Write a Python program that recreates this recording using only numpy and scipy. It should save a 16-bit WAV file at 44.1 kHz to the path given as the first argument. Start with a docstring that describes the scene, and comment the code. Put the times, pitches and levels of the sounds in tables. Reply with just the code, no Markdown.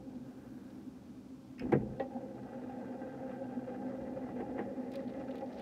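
"""Hand-cranked forge blower

A geared blower feeds a small fire of straw and coals in a slatted shed.
The fan coasts with a low drone, a hand grabs the crank, the slack gears knock, the teeth whir.
Noise through resonances makes fan and gears, dying sines and noise the blows, noise bursts the fire.
Late on, the straw crackles ever louder."""
import sys
import numpy as np
from scipy import signal
from scipy.fft import rfft, irfft, next_fast_len
from scipy.io import wavfile
from scipy.ndimage import uniform_filter1d

SR = 44100
rng = np.random.default_rng(int(sys.argv[2]) if len(sys.argv) > 2 else 0)


def inscribe(sig):
    """Save sig as 16-bit PCM at rate SR to the path in sys.argv[1].

    A 1-D sig is mono; a 2-D sig holds one channel per row.
    Samples are clipped to [-1, 1] before scaling.
    """
    pcm = np.round(np.clip(np.atleast_2d(sig).T, -1, 1) * 32767)
    wavfile.write(sys.argv[1], SR, pcm.astype(np.int16))


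N = 247489
TIME = np.arange(N) / SR  # s
PADDED = next_fast_len(N)
BINS = np.fft.rfftfreq(PADDED, 1 / SR)  # Hz
CUT_HZ = 15700

# Faint shed hiss, relative spectrum: (frequency [Hz], density [dB per Hz])
HISS_SPECTRUM = [(1470, -48), (2500, -7), (2760, -1.5), (2980, 0), (3100, 1), (4600, 0), (5750, -0.5),
                 (8420, -5.5), (15500, -12)]
# Low flutter of the blast, relative spectrum: (frequency [Hz], density [dB per Hz])
BUFFET_SPECTRUM = [(15, -48), (28, -37), (42, -17.5), (62, -3), (90, -4), (115, -0.5), (160, -4.5),
                   (300, -5.5), (700, -52), (2000, -91)]
# Blast through the coals, relative spectrum: (frequency [Hz], density [dB per Hz])
RUSH_SPECTRUM = [(100, -21.5), (450, 2.5), (900, -1), (1500, -9), (1900, -18), (2400, -11), (5000, -42)]
# Deep flutter of a gust, relative spectrum: (frequency [Hz], density [dB per Hz])
GUST_SPECTRUM = [(15, -42), (28, -14), (46, -6), (70, 0.5), (110, -4.5), (170, 2), (380, -1), (800, -23.5),
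                 (2000, -41)]
# Airy whirr of the freewheeling fan, relative spectrum: (frequency [Hz], density [dB per Hz])
COAST_SPECTRUM = [(200, -15), (450, 11), (800, -5), (1150, -6.5), (1600, 2), (2000, -14), (3000, -22)]
# Gusts of air and flame: (time [s], hold [s], level before the lowpass [dB], highest frequency [Hz])
GUSTS = [(1.61, 0.15, -43.5, 900), (1.744, 0.13, -44.5, 900), (1.863, 0.028, -39, 75),
         (3.97, 0.44, -55.5, 900), (4.393, 0.273, -52.5, 700), (5.147, 0.06, -53, 110)]
# Snaps of straw and kindling:
# (time [s], peak [dB], ring frequency [Hz], t60 [s], bright tick relative to ring [dB])
SNAPS = [(4.917, -50.5, 4150, 0.073, 3.5), (4.936, -50, 3800, 0.07, -3), (4.955, -45, 4030, 0.028, -6),
         (4.999, -55.5, 3730, 0.15, -13), (5.075, -53, 3600, 0.13, -18), (5.094, -52, 3720, 0.037, -15),
         (5.136, -63, 4000, 0.028, -16), (5.307, -48.5, 3400, 0.1, -4), (5.355, -49, 3700, 0.1, 0),
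         (5.381, -53, 3480, 0.042, -4), (5.573, -54.5, 3720, 0.19, -15), (5.595, -49, 3370, 0.11, -5.5)]

# Fan housing resonances: (frequency [Hz], width [Hz], gain [dB], extra gain per unit of lean [dB])
HOUSING_MODES = [(130.4, 9.6, -3.5, 3), (127, 11, -17, 5.5), (197.5, 14, -16.5, -14), (202.5, 11.3, 0, 1.5),
                 (256.3, 28, 4, -0.5), (311.3, 8.3, 0.5, -3), (333, 17, -15, 10.5), (389, 14, -9, 0.5)]
# Low gear case resonances: (frequency [Hz], width [Hz], gain [dB], extra gain per unit of lean [dB])
CASE_MODES = [(389, 43, -7, -4.5), (449, 15, -5, 3.5), (468, 9.3, 1.5, -3.5), (506, 18.5, 0, 1.5),
              (573, 74, -18, -14), (645, 25, -8.5, -1), (733, 43, -7.5, -0.5), (812, 17, -10, 2),
              (868, 80, -14, 0)]
# High gear wheel resonances: (frequency [Hz], width [Hz], gain [dB], extra gain per unit of lean [dB])
WHEEL_MODES = [(1046, 71, 7, 0), (1164, 31, -2, -2), (1283, 250, 3, 1), (1570, 64, 4, 4),
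               (1740, 100, 0, -1), (1943, 22, 3.5, 0), (2044, 85, -3, -1.5), (2407, 42, -4, 0),
               (2560, 18, -5.5, 2.5), (2772, 35, -5.5, 0.5), (3210, 36, -16, 6)]
# Struck blower: (frequency [Hz], level [dB], t60 before the ring factor [s])
IRON_MODES = [(105, -21, 0.13), (128.7, 0.5, 0.7), (214.2, -3, 0.59), (276, -11.5, 0.18),
              (331.4, 11.5, 0.048), (443.6, 13.5, 0.041), (478, 10.5, 0.058), (538, -11.5, 0.32),
              (620, -12, 0.12), (791, 2, 0.06), (1055, -8.5, 0.029), (1260, -15, 0.024), (1496, -29, 0.047),
              (1605, -10, 0.062), (1700, -16, 0.048), (1744, -11, 0.051), (1894, -9, 0.076),
              (2060, -12.5, 0.072), (2162, -23, 0.1), (2285, -20.5, 0.1), (2640, -29, 0.12),
              (2770, -32, 0.055), (2880, -54, 0.12), (3370, -23, 0.05), (4050, -15, 0.04),
              (4700, -29, 0.04)]
# Struck crank arm: (frequency [Hz], level [dB], t60 [s])
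CRANK_MODES = [(265.7, -8.5, 0.21), (340, -5.5, 0.065), (438, 0, 0.06), (540, 0.5, 0.1), (600, -6, 0.075),
               (790, -10, 0.18), (1060, -25, 0.088), (1740, -17.5, 0.04), (1914, -18, 0.1),
               (2280, -32, 0.078), (2565, -37, 0.15), (2670, -34, 0.1), (3240, -39, 0.067),
               (3600, -32, 0.032), (4070, -40, 0.035)]
# Struck grip: (frequency [Hz], level [dB], t60 [s])
GRIP_MODES = [(1590, 2, 0.1), (1840, 4, 0.09), (2190, 8, 0.075), (2270, 4, 0.069), (2520, 8, 0.09),
              (2630, 5, 0.09), (2750, 3, 0.12), (2950, -9, 0.08), (4520, 0, 0.03), (5050, 13.5, 0.02),
              (5240, 1, 0.06), (5340, -4, 0.07)]

# Gear effort, as whir level; fan and whine follow it: (time [s], level [dB])
WHIR_CURVE = [(0.0, -59.5), (1.31, -68.5), (1.64, -72), (1.78, -55), (2.84, -48.5), (4.28, -49),
              (4.58, -46.5), (4.72, -50), (5.61, -49)]
# Rasp of the teeth, builds as the wheels take the load: (time [s], level before the rasp gain [dB])
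RASP_CURVE = [(0.0, -77), (0.58, -76), (1.12, -80.5), (1.58, -80.5), (1.78, -74.5), (1.97, -74),
              (2.62, -65), (2.78, -66), (3.28, -64.5), (5.61, -64.5)]
# Arm weight on the crank, shifts load between the wheels:
# (time [s], lean [1 = pressing down, -1 = lifting over the top])
LEAN_CURVE = [(0, 1.28), (1.5, -1.32), (1.8, 2.5), (2.2, 0.94), (2.7, 0.5), (3.3, 0.87), (3.8, .5),
              (4.2, -0.56), (4.6, 0.04), (5.0, -1.5), (5.61, -0.7)]
# Swells and dips of the fan drone: (time [s], gain [dB])
DRONE_SURGES = [(.08, 14), (.17, 12.5), (.88, 17.5), (1.10, 15.5), (1.35, 16.5), (2.17, 11), (2.30, -25),
                (2.42, -4), (2.67, 11), (2.79, 10), (3.58, 17), (3.87, 14), (4.01, 7), (4.25, 14.5),
                (4.39, 7.5), (4.50, 14), (4.66, 5), (4.80, 13), (4.96, -8), (5.07, 16.5)]
# Swells and dips of the lower gear whine: (time [s], gain [dB])
WHINE_SURGES = [(2.06, 13.5), (2.23, 12), (3.42, 11), (3.69, 13.5), (3.87, 4), (3.94, 6), (4.01, 7.5),
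                (4.06, 8.5), (4.17, 13), (4.28, -22), (4.57, 5), (4.72, 11), (4.98, 13), (5.13, 4.5),
                (5.30, 11), (5.43, 12.5)]
# Swells of the upper gear whine: (time [s], gain [dB])
UPPER_WHINE_SWELLS = [(1.70, 20), (2.035, 13), (2.125, 11), (2.175, 14), (2.53, 8), (2.71, 8), (3.02, 9),
                      (3.35, 8), (3.45, 11), (3.53, 11), (3.74, 10), (3.82, 10), (4.20, 10), (4.43, 12),
                      (4.61, 9), (5.43, 14)]
# Loaded wheels that sing: (time [s], hold [s], level [dB], pitch [Hz], width [Hz])
SINGING_WHEELS = [(2.60, 1.0, -71, 1573, 38), (4.55, 0.6, -74.5, 1912, 70)]

# Clicks of the loose grip: (time [s], peak [dB], highest frequency excited [Hz])
GRIP_CLICKS = [(1.581, -52, 3000), (1.595, -39.5, 10000), (1.620, -56, 3500)]
# Knocks of the slack gears, and two brief bumps in the whir (3.912, 4.287):
# (time [s], level [dB], lowest frequency excited [Hz], highest frequency excited [Hz],
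# ring [factor on t60], clatter [relative dB], bright crack [relative dB])
KNOCKS_AND_BUMPS = [(1.654, -41, 500, 1480, 0.61, -18, -37), (1.692, -46.5, 650, 1900, 1.4, -3, -40),
                    (1.719, -26, 300, 2590, 0.85, -3, -22.5), (1.7225, -18.5, 234, 2430, 0.87, -5.5, -30.5),
                    (1.7305, -16.5, 137, 1530, 0.73, -13.5, -35), (1.7345, -33, 1200, 2200, 0.9, -14, -37),
                    (1.7505, -20.5, 128, 590, 0.45, 4, -47), (1.7515, -42, 1400, 2100, 0.6, -12, -32),
                    (1.771, -23.5, 69, 590, 0.17, -3, -61), (1.783, -60, 1500, 2600, 0.55, -14, -31),
                    (1.805, -59, 1800, 2900, 0.69, -8, -28), (1.820, -39.5, 500, 1070, 2.3, -18, -57),
                    (3.912, -47.5, 900, 1720, 1.2, 1, -38), (4.287, -44, 700, 1200, 0.46, 11, -40),
                    (4.403, -34.5, 326.5, 2520, 0.92, -6, -24), (4.420, -34, 342, 810, 0.48, -7, -55),
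                    (4.579, -41.5, 810, 2190, 0.79, 5, -50), (4.5895, -28, 270, 2500, 1.1, -4.5, -28),
                    (4.608, -32.5, 260, 890, 0.5, 7, -58)]

FULL_WHIR_DB = -50.5  # whir curve value at which effort is 1
THROB_PER_S, THROB_DB, ENGAGE_S = 7.57, 4.5, 2.01  # one throb per shaft turn, phased to gear engagement
SURGE_S = 0.023  # from the centre of a swell or dip to 1/e, either side
SHUDDER_S, SHUDDER_HOLD_S = 1.605, 0.13  # blower shudders on its stand as the hand takes the crank
CLANK_S, GROAN_S = 1.997, 2.145  # crank arm clanks as the drive takes hold; gears groan just after
GUST_RISE_S, GUST_T60_S = 0.019, 0.34
COAST_S, COAST_HOLD_S = 0.14, 0.45
CATCH_S, CRACKLE_DB, CRACKLE_DB_PER_S = 4.65, -86, 13.5  # crackle grows once the straw catches
RATTLE_PER_S, RATTLE_T60_S = 500, 0.14  # t60 before the ring factor


def amp(db):
    """Decibels to gain."""
    return 10 ** (np.asarray(db) / 20)


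def unit(x):
    """Scales to rms 1."""
    return x / np.sqrt(np.mean(x ** 2) + 1e-20)


def curve(rows):
    """Breakpoints to one value per sample."""
    return np.interp(TIME, *np.transpose(rows))


def decay(db, t, t60_s):
    """Gain that starts at db and falls 60 dB in t60_s."""
    return amp(db - 60 * t / t60_s)


def attack(t, rise_s):
    """Exponential onset."""
    return 1 - np.exp(-t / rise_s)


def add(mix, start_s, sound):
    """Mixes a sound in at start_s."""
    part = mix[max(round(start_s * SR), 0):][:len(sound)]
    part += sound[:len(part)]


def band(x, low_hz, high_hz, order=2):
    """Keeps what lies between two edges."""
    for hz, kind in ((low_hz, "highpass"), (high_hz, "lowpass")):
        sos = signal.butter(order, min(hz, SR / 2 - 1), kind, fs=SR, output="sos")
        x = signal.sosfilt(sos, x)
    return x


def filtered_noise(gain):
    """White noise through a gain per frequency bin, at rms 1."""
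    return unit(irfft(rfft(rng.standard_normal(PADDED)) * gain, PADDED)[:N])


def wander(rate_hz):
    """Slow random drift of rms 1."""
    return filtered_noise(np.exp(-(BINS / rate_hz) ** 2))


def coloured(points):
    """Noise with the given spectrum, rms 1."""
    hz, db = np.transpose(points)
    return filtered_noise(amp(np.interp(np.log(BINS + 1), np.log(hz), db)))


def band_surges(depth_db):
    """Random rises and dips in dB, several a second, limited to depth_db."""
    return depth_db * np.tanh(1.5 * wander(11))


def timed_surges(rows, between_db):
    """Gain that follows between_db, except where a short rounded swell or dip takes over."""
    times, db = np.transpose(rows)[:, :, None]
    shapes = np.exp(-((TIME - times) / SURGE_S) ** 2)
    return amp((db * shapes).sum(0) + (1 - shapes.sum(0)) * between_db)


def burst(start_s, rise_s, hold_s, t60_s):
    """Attack, hold and release, as a gain per sample."""
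    rise = np.clip((TIME - start_s) / rise_s, 0, 1)
    return rise * decay(0, np.maximum(TIME - start_s - rise_s - hold_s, 0), t60_s)


def effort(power):
    """Gain that follows the cranking; the lower the power, the less it falls with effort."""
    return (amp(curve(WHIR_CURVE)) / amp(FULL_WHIR_DB)) ** power


def steadied(x, share, size=3500):
    """Evens out a share of the slow level swings; size in samples."""
    power = uniform_filter1d(uniform_filter1d(x ** 2, size), size // 2)
    power = abs(power) + 1e-9
    return unit(x / power ** (np.clip(share, 0, 1) / 2))


def body(x, modes, skirt):
    """Resonances that swell or fade with the lean on the crank; skirt sets how fast they fall off."""
    spectrum = rfft(x, PADDED)
    pressed = np.clip((1 + curve(LEAN_CURVE)) / 2, 0, 1)
    hz, width_hz, db, lean_db = np.transpose(modes)[:, :, None]
    shapes = (1 + (2 * (BINS - hz) / width_hz) ** 2) ** -skirt

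    def leaning(lean):
        power = (amp(db + lean * lean_db) ** 2 * shapes).sum(0)
        return irfft(spectrum * np.sqrt(power), PADDED)[:N]

    return unit(pressed * leaning(1) + (1 - pressed) * leaning(-1))


def tone(hz, width_hz, lean_hz, floor):
    """Sharp resonance kept ringing: pitch wavers by chance and shifts by lean_hz per unit of lean."""
    sos = signal.butter(2, width_hz / 2, fs=SR, output="sos")
    drift = signal.sosfilt(sos, rng.standard_normal((2, N + SR)))[:, SR:]
    swing = unit(drift[0]) + 1j * unit(drift[1])
    swing /= np.sqrt(abs(swing) ** 2 + floor ** 2)  # steady drive: the lower the floor, the more even
    turns = np.cumsum(hz + lean_hz * curve(LEAN_CURVE)) / SR
    return unit((swing * np.exp(2j * np.pi * turns)).real)


def ringing(modes, t, ring=1):
    """Dying sines of a struck object."""
    return sum((-1) ** k * decay(db, t, t60_s * ring) * np.sin(2 * np.pi * hz * t)
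               for k, (hz, db, t60_s) in enumerate(modes))


def hiss(db=-76):
    """Faint hiss of the shed, a little lower while the blower runs hard."""
    return amp(db) * effort(power=-0.043) * coloured(HISS_SPECTRUM)


def draught(buffet_db=-60.5, rush_db=-68):
    """The blast flutters at low pitch, deeper in gusts, and rushes softly through the coals."""
    gusts = np.zeros(N)
    for start_s, hold_s, db, top_hz in GUSTS:
        air = band(coloured(GUST_SPECTRUM), 23, top_hz, order=3)
        gusts += amp(db) * burst(start_s, GUST_RISE_S, hold_s, GUST_T60_S) * air
    buffet = amp(buffet_db) * steadied(coloured(BUFFET_SPECTRUM), share=0.28)
    rush = amp(rush_db) * coloured(RUSH_SPECTRUM)
    return buffet + gusts + rush


def crackle(pops_per_s=110, spread_db=2.5):
    """Many tiny noise bursts, clustered by a random level, growing once the straw catches."""
    pop_db = spread_db * np.minimum(rng.exponential(1, N), 3)
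    pops = (rng.random(N) < pops_per_s / SR) * amp(pop_db)
    bursts = signal.oaconvolve(pops, decay(0, TIME[:SR // 10], 0.03))[:N]
    bursts *= amp(2.5 * wander(20))
    growth = amp(CRACKLE_DB + CRACKLE_DB_PER_S * np.maximum(TIME - CATCH_S, 0))
    return growth * unit(band(bursts * rng.standard_normal(N), 1800, 5300, order=6))


def snap(db, hz, t60_s, tick_db, tick_t60_s=0.018):
    """A stalk splits within a millisecond or two: a bright spit and a brief woody ring of noise."""
    t = TIME[:SR // 4]
    tick, ring = rng.standard_normal((2, len(t)))
    ring *= 1 + 3 * (rng.random(len(t)) < 900 / SR) * abs(ring)  # sparse spikes, 900 per s
    ring = band(band(ring, hz / 2, SR / 2), 500, hz * 1.15, order=7)
    sound = unit(ring) * decay(0, t, t60_s)
    sound += unit(band(tick, 1800, 13000, order=1)) * decay(tick_db, t, tick_t60_s)
    sound *= attack(t, rise_s=0.0015)
    return amp(db) * sound / abs(sound).max()


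def coasting(db=-68):
    """Air whirrs through the freewheeling fan and dies away as it slows."""
    envelope = burst(COAST_S, rise_s=0.12, hold_s=COAST_HOLD_S, t60_s=2.1)
    return amp(db) * coloured(COAST_SPECTRUM) * envelope * amp(band_surges(depth_db=-0.5))


def fan(rumble_db=-47, drone_db=-53.5, shudder_db=-48, shudder_drone_db=-42):
    """Blade turbulence rumbles in the housing and keeps a resonance droning."""
    rumble = steadied(band(body(rng.standard_normal(N), HOUSING_MODES, skirt=1.45), 74, 1900), share=0.074)
    drone = tone(hz=254.1, width_hz=18.9, lean_hz=-1.892, floor=0.85)
    throb_db = THROB_DB * np.cos(2 * np.pi * THROB_PER_S * (TIME - ENGAGE_S)) + band_surges(depth_db=2.0)
    shudder = burst(SHUDDER_S, rise_s=0.014, hold_s=SHUDDER_HOLD_S, t60_s=0.29)
    rumble_gain = amp(rumble_db) * effort(power=0.26) + amp(shudder_db) * shudder
    drone_gain = amp(drone_db) * effort(power=0.47) * timed_surges(DRONE_SURGES, throb_db)
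    drone_gain += amp(shudder_drone_db) * shudder
    return rumble * rumble_gain + drone * drone_gain


def grip_click(db, high_hz, tick_db=12, tick_t60_s=0.0068, scrape_db=8, scrape_t60_s=0.14):
    """The loose grip ticks, rings and rattles on its pin."""
    t = TIME[:SR // 4]
    tick, scrape = rng.standard_normal((2, len(t)))
    scrape = unit(band(band(scrape, 2200, 2900), 900, 2900, order=9))
    sound = ringing(GRIP_MODES, t)
    sound += scrape * decay(scrape_db, t, scrape_t60_s)
    sound += tick * decay(tick_db, t, tick_t60_s)
    sound = band(sound, 890, high_hz)
    return amp(db) * sound / abs(sound).max()


def crank_clank(db=-23.0, build_cycles=4, tick_db=-31, tick_t60_s=0.017, clatter_db=-15, clatter_t60_s=0.16,
                loose_rise_s=0.01, jangle_db=-25, jangle_t60_s=0.08):
    """The arm snaps home on its shaft: tick, ring with slow-building low modes, grip jangle, case clatter."""
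    t = TIME[:SR // 2]
    tick, clatter, jangle = rng.standard_normal((3, len(t)))
    ring = sum(ringing([mode], t) * attack(t, build_cycles / mode[0]) for mode in CRANK_MODES)
    tick = unit(band(tick, 3200, 4200, order=7)) * decay(tick_db, t, tick_t60_s) * attack(t, rise_s=0.001)
    jangle = unit(band(jangle, 1000, 3200, order=6)) * decay(jangle_db, t, jangle_t60_s)
    clatter = unit(band(clatter, 270, 430)) * decay(clatter_db, t, clatter_t60_s)
    return amp(db) * (ring + tick + (clatter + jangle) * attack(t, loose_rise_s))


def knock_or_bump(db, low_hz, high_hz, ring, clatter_db, crack_db, clatter_t60_s=0.13, rise_s=0.00092,
                  crack_t60_s=0.036, rattle_db=-20):
    """Iron modes crack and ring, with a noise clatter and a sparse rattle of the teeth."""
    t = TIME[:SR // 2]
    loose, crack, teeth_hit = rng.standard_normal((3, len(t)))
    onset = attack(t, rise_s)
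    clatter = unit(band(loose, 160, 630, order=1)) * decay(clatter_db, t, clatter_t60_s * ring)
    taps = teeth_hit * (rng.random(len(t)) < RATTLE_PER_S / SR)
    rattle = unit(band(taps, 1600, 4100, order=3)) * decay(rattle_db, t, RATTLE_T60_S * ring)
    sound = band((ringing(IRON_MODES, t, ring) + clatter + rattle) * onset, low_hz, SR / 2)
    sound = band(sound, 36, high_hz, order=5)  # a softer contact leaves the high modes still
    crack = band(crack, 1500, 3300, order=1) * onset * decay(crack_db, t, crack_t60_s)
    return amp(db) * (sound / abs(sound).max() + crack)


def singing(start_s, hold_s, db, hz, width_hz):
    """A loaded wheel sings with a rough, wavering tone, then fades as the load moves on."""
    flutter = amp(band_surges(1.5) + 2.5 * wander(45))
    voice = unit(flutter * tone(hz, width_hz, lean_hz=0, floor=1.5))
    return amp(db) * voice * burst(start_s, rise_s=0.05, hold_s=hold_s, t60_s=2.5)


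def teeth(contacts_per_s, spread_db, slide, lope_db):
    """Loose teeth tap unevenly and slide between taps; the worn shafts make the load lope."""
    tap_gain = amp(spread_db * rng.standard_normal(N))
    taps = (rng.random(N) < contacts_per_s / SR) * rng.choice([-1, 1], N) * tap_gain
    return (unit(taps) + slide * rng.standard_normal(N)) * amp(lope_db * wander(17))


def gears(whir_db=-52, whine_db=-55.5, upper_whine_db=-62, rasp_db=2, shudder_db=-52, scrape_db=-18,
          groan_db=-45):
    """The same tooth contacts ring the case low and the wheels high; two case modes whine in surges."""
    contacts = teeth(contacts_per_s=600, spread_db=-1.5, slide=0.86, lope_db=2.0)
    whir = steadied(band(body(contacts, CASE_MODES, skirt=1.27), 180, 1450, order=4), share=0.49)
    rasp = steadied(band(body(contacts, WHEEL_MODES, skirt=1.12), 1010, 6000), share=0.43)
    rasp *= amp(1.6 * wander(35))

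    lower = tone(hz=535.0, width_hz=23.6, lean_hz=-3.5, floor=0.86)
    lower *= timed_surges(WHINE_SURGES, band_surges(depth_db=6.5))
    upper = tone(hz=805, width_hz=46.4, lean_hz=-3.5, floor=1.0)
    upper *= timed_surges(UPPER_WHINE_SWELLS, band_surges(depth_db=2.5))
    whine = amp(whine_db) * lower + amp(upper_whine_db) * upper

    shudder = amp(shudder_db) * burst(SHUDDER_S, rise_s=0.0044, hold_s=SHUDDER_HOLD_S, t60_s=0.27)
    groan = amp(groan_db) * tone(hz=763.4, width_hz=65, lean_hz=0, floor=0.97)
    groan *= burst(GROAN_S, rise_s=0.0079, hold_s=0.017, t60_s=0.073)

    case = (amp(whir_db) * effort(power=1.03) + shudder) * whir + effort(power=1.06) * whine + groan
    wheels = (amp(scrape_db) * shudder + amp(rasp_db) * amp(curve(RASP_CURVE))) * rasp
    return case + wheels


def scene():
    """Shed, fire and blower, heard from the edge of the hearth."""
    mix = hiss() + draught() + crackle() + coasting() + fan() + gears()
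    mix += sum(singing(*row) for row in SINGING_WHEELS)
    for table, source in ((SNAPS, snap), (GRIP_CLICKS, grip_click), (KNOCKS_AND_BUMPS, knock_or_bump)):
        for start_s, *settings in table:
            add(mix, start_s, source(*settings))
    add(mix, CLANK_S, crank_clank())
    return mix[None]


def record(dry):
    """Steep lowpass at CUT_HZ."""
    lowpass = signal.firwin(511, CUT_HZ, window=("kaiser", 9), fs=SR)
    return signal.oaconvolve(dry, lowpass[None], "same")


dry = scene()
out = record(dry)
inscribe(out)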